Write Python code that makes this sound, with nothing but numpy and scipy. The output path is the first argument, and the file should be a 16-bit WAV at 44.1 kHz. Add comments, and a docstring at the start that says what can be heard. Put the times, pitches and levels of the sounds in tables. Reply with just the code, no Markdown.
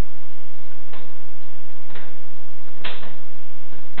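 """A wooden clock in a bare room

A wooden gear clock on the wall ticks about once a second, heard from a few metres. Its pallets (the
catches that stop and release a toothed wheel) land with soft knocks and now and then a hard clack.
The gears take up their slack in faint taps. A machine hums steadily in the quiet background,
and the microphone hisses and misses the high treble."""
import sys
import numpy as np
from scipy import signal
from scipy.fft import rfft, irfft, next_fast_len
from scipy.io import wavfile
from scipy.ndimage import map_coordinates

SR = 44100
rng = np.random.default_rng(int(sys.argv[2]) if len(sys.argv) > 2 else 0)


def file_out(sig):
    """Save sig as 16-bit WAV at sys.argv[1]."""
    # one column per channel
    cols = np.atleast_2d(sig).T
    # limit, then scale
    lim = np.clip(cols, -1, 1)
    pcm = np.round(lim * 32767).astype(np.int16)
    wavfile.write(sys.argv[1], SR, pcm)


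N = 176400


def amp(db):
    """Turn decibels into a factor to multiply by."""
    return 10 ** (np.asarray(db) / 20)


def along(points, hz):
    """Read a curve of (frequency, value) points at hz, on a scale of octaves."""
    frequencies, values = np.transpose(points)
    return np.interp(np.log(hz + 1), np.log(frequencies + 1), values)


def wobble(rate):
    """A smooth curve through `rate` random values a second."""
    return map_coordinates(rng.standard_normal(int(N * rate / SR) + 4), [np.arange(N) * rate / SR])


def filtered(x, gain):
    """Make each frequency of x louder or softer by the factor gain(hz)."""
    size = 2 * next_fast_len(len(x))
    hz = np.fft.rfftfreq(size, 1 / SR)
    cepstrum = irfft(np.log(np.maximum(gain(hz), 1e-6)))
    # folding this onto its first half makes the filter ring only after a sound, never before
    cepstrum[1:size // 2] *= 2
    cepstrum[size // 2 + 1:] = 0
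    return irfft(rfft(x, size) * np.exp(rfft(cepstrum)))[:len(x)]


def background_hiss():
    """Room noise and microphone hiss make an even rush, strongest in the bass."""
    # tone of the noise (frequency [Hz], relative level [dB])
    colour = [(25, 1.5), (50, 8.5), (100, 1), (160, 1.5), (330, -2.5), (500, -2.5), (750, -5), (1100, -6.5),
              (1500, -8.5), (2500, -9.5), (3500, -10.5), (4000, -14), (4300, -23.5)]
    noise = filtered(rng.standard_normal(N), lambda hz: amp(along(colour, hz)))
    return amp(-49.5) * noise / np.sqrt(np.mean(noise ** 2))


def machine_hum():
    """A machine holds steady tones that waver a little in level and pitch."""
    # the machine's tones (frequency [Hz], average level [dB])
    tones = [(460, -69.5), (492.3, -58.5), (524.8, -71.5), (1055.2, -61.5), (1080, -67), (1443, -73),
             (1507, -71.5), (1970, -69.5), (2137, -68.5), (2955, -72)]
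    waver_db, drift_hz = 0.6, 0.5
    out = np.zeros(N)
    for hz, db in tones:
        peak = np.sqrt(2) * amp(db + waver_db * wobble(8.8))
        cycles = rng.random() + np.cumsum(hz + drift_hz * wobble(8)) / SR
        out += peak * np.sin(2 * np.pi * cycles)
    return out


def wood_contact():
    """Wood meets wood: a sharp click, a brief crackle of the surfaces and a short ring."""
    # ringing notes of wheels and frame (frequency [Hz], relative level [dB], time to fade 60 dB [s])
    notes = [(563, -7, 0.048), (850, -10, 0.022), (1036, -0.5, 0.12), (1528, -4, 0.034), (1710, -9, 0.011),
             (1870, -7, .04), (2630, 3.5, 0.01), (2770, -7, 0.033), (3200, -7, 0.033), (3330, -5.5, 0.02),
             (3520, -13, 0.017), (3600, -4.5, .05)]
    ring_db, crackle_db, crackle_fade_s = -17.5, -13, 0.027
    t = np.arange(SR // 10) / SR
    click = t == 0
    crackle = rng.standard_normal(len(t)) * amp(-60 * t / crackle_fade_s)
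    crackle *= amp(crackle_db) / np.linalg.norm(crackle)
    ring = np.zeros(len(t))
    for hz, db, fade_s in notes:
        level = amp(db + rng.normal(0, 2.2) - 60 * t / fade_s)
        ring += level * np.sin(2 * np.pi * (hz * t + rng.random()))
    ring *= amp(ring_db) / np.linalg.norm(ring)
    return click + crackle + ring


def room_echo(echo_db):
    """A click arrives directly, scatters off frame and wall, and lingers as the room's echo."""
    # how long the room rings (frequency [Hz], time to fade 60 dB [s])
    fade_times = [(150, 1), (400, 0.67), (1040, 0.63), (2000, 0.48), (3500, 0.57)]
    direct_db, scatter_fade_s, rise_s = -13.5, 0.1, 0.002
    t = np.arange(SR) / SR
    rise = 1 - np.exp(-t / rise_s)
    hz, times, bands = signal.stft(rng.standard_normal(SR), SR, nperseg=256)
    bands *= amp(-60 * times / along(fade_times, hz)[:, None])
    echo = signal.istft(bands, SR, nperseg=256)[1][:SR] * rise
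    echo *= amp(echo_db) / np.linalg.norm(echo)
    scatter = rng.standard_normal(SR) * rise * amp(-60 * t / scatter_fade_s)
    scatter *= amp(-4.5 + echo_db / 2) / np.linalg.norm(scatter)
    return amp(direct_db) * (t == 0) + scatter + echo


def knocks(rows):
    """Each knock sounds through the room, boosted at the resonances (own notes) of the part it hits."""
    # tone of a knock on the wooden frame (frequency [Hz], boost [dB])
    wood = [(40, -16), (100, -1), (190, 4), (320, 0), (500, 1.5), (1000, -3.5), (1250, -3.5), (1800, -3.5),
            (2250, -4), (3000, -6), (3750, -6), (4300, -17)]
    bass_hz, middle_hz, treble_hz, resonance_octaves = 354, 1000, 3250, 0.09
    out = np.zeros(N + 2 * SR)
    for start_s, db, bass_db, treble_db, echo_db, *resonances in rows:
        tilt = [(bass_hz, bass_db), (middle_hz, 0), (treble_hz, treble_db)]

        def colour(hz):
            total_db = along(wood, hz) + along(tilt, hz)
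            for note_hz, boost_db in zip(resonances[::2], resonances[1::2]):
                octaves_away = np.log2((hz + 1) / note_hz)
                total_db += boost_db / (1 + (octaves_away / resonance_octaves) ** 2)
            return amp(total_db)

        blow = signal.fftconvolve(wood_contact(), room_echo(echo_db))[:SR]
        out[round(start_s * SR):][:SR] += np.sqrt(SR / 2) * amp(db) * filtered(blow, colour)
    return out[:N]


def gear_taps():
    """The gears tap faintly as they take up their slack."""
    # gear teeth meeting (time [s], relative level [dB], bass [dB], treble [dB], echo [dB],
    # resonance [Hz], its boost [dB])
    taps = [(0.714, -46.5, -1, -6.5, -17, 1510, 18), (0.966, -47, 4, -1.5, -8.5, 3640, 12),
            (0.989, -45.5, 4.5, -5, -9.5, 3780, 12), (1.197, -53, -6.5, -5, -10, 1410, 14.5),
            (1.425, -63, -3.5, 8.5, -6, 3970, 11), (1.695, -51, -5.5, -2, -4, 1740, 6),
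            (1.898, -49.5, 1.5, -3.5, 3, 1626, 4), (2.022, -44, 1.5, -7.5, -4, 1604, 13),
            (2.671, -44, -4, -10.5, -10, 1350, 11), (2.771, -48.5, 4, -5, -9.5, 452, 13),
            (2.81, -46, 4, -11, -3.5, 442, 7), (2.927, -45.5, 3.5, -2.5, -8.5, 400, 7),
            (3.052, -45, 2.5, -7.5, -2, 700, 9.5), (3.724, -50.5, 7.5, -1, -2, 1580, 12.5),
            (3.78, -50, -11.5, -5, -6, 1540, 7)]
    return knocks(taps)


def clock_ticks():
    """The pallets drop onto the toothed escape wheel; three quick hits blend into a hard clack."""
    # pallet drops (time [s], relative level [dB], bass [dB], treble [dB], echo [dB],
    # then for the low, middle and high resonance: frequency [Hz], boost [dB])
    drops = [(0.932, -40.5, -0.5, -2, -2.5, 490, 6.8, 1000, 9.2, 1890, 2.8),
             (1.951, -40, -2.5, -3, 0.5, 850, 4, 1430, 9.7, 1940, 6.1),
             (2.843, -38.5, -6.5, 3.5, -2, 574, 12, 1330, 6.3, 2540, 3.6),
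             (2.849, -34.5, -7.5, 6.5, -1, 660, 3, 1760, 4, 3210, 5.4),
             (2.860, -38.5, -6.5, 4.5, -1, 579, 7, 2750, 3, 3490, 6),
             (3.027, -39.5, -0.5, -5.5, -0.5, 570, 3.3, 867, 6.2, 1860, 11),
             (3.977, -36.5, -2, -2, 0, 900, 3, 1400, 4, 1950, 9), ]
    return knocks(drops)


def scene():
    """The clock over the room's hiss and hum, in one channel."""
    return (background_hiss() + machine_hum() + clock_ticks() + gear_taps())[None]


def record(dry):
    """The recorder cuts off the high treble and shifts the whole wave up by a steady, silent amount."""
    rolloff_hz, top_hz, offset = 4204, 4797, 0.466
    size = next_fast_len(N + SR)
    hz = np.fft.rfftfreq(size, 1 / SR)
    treble_cut = (hz < top_hz) / np.sqrt(1 + (hz / rolloff_hz) ** 70)
    return offset + irfft(rfft(dry, size) * treble_cut, size)[:, :N]


dry = scene()
out = record(dry)
file_out(out)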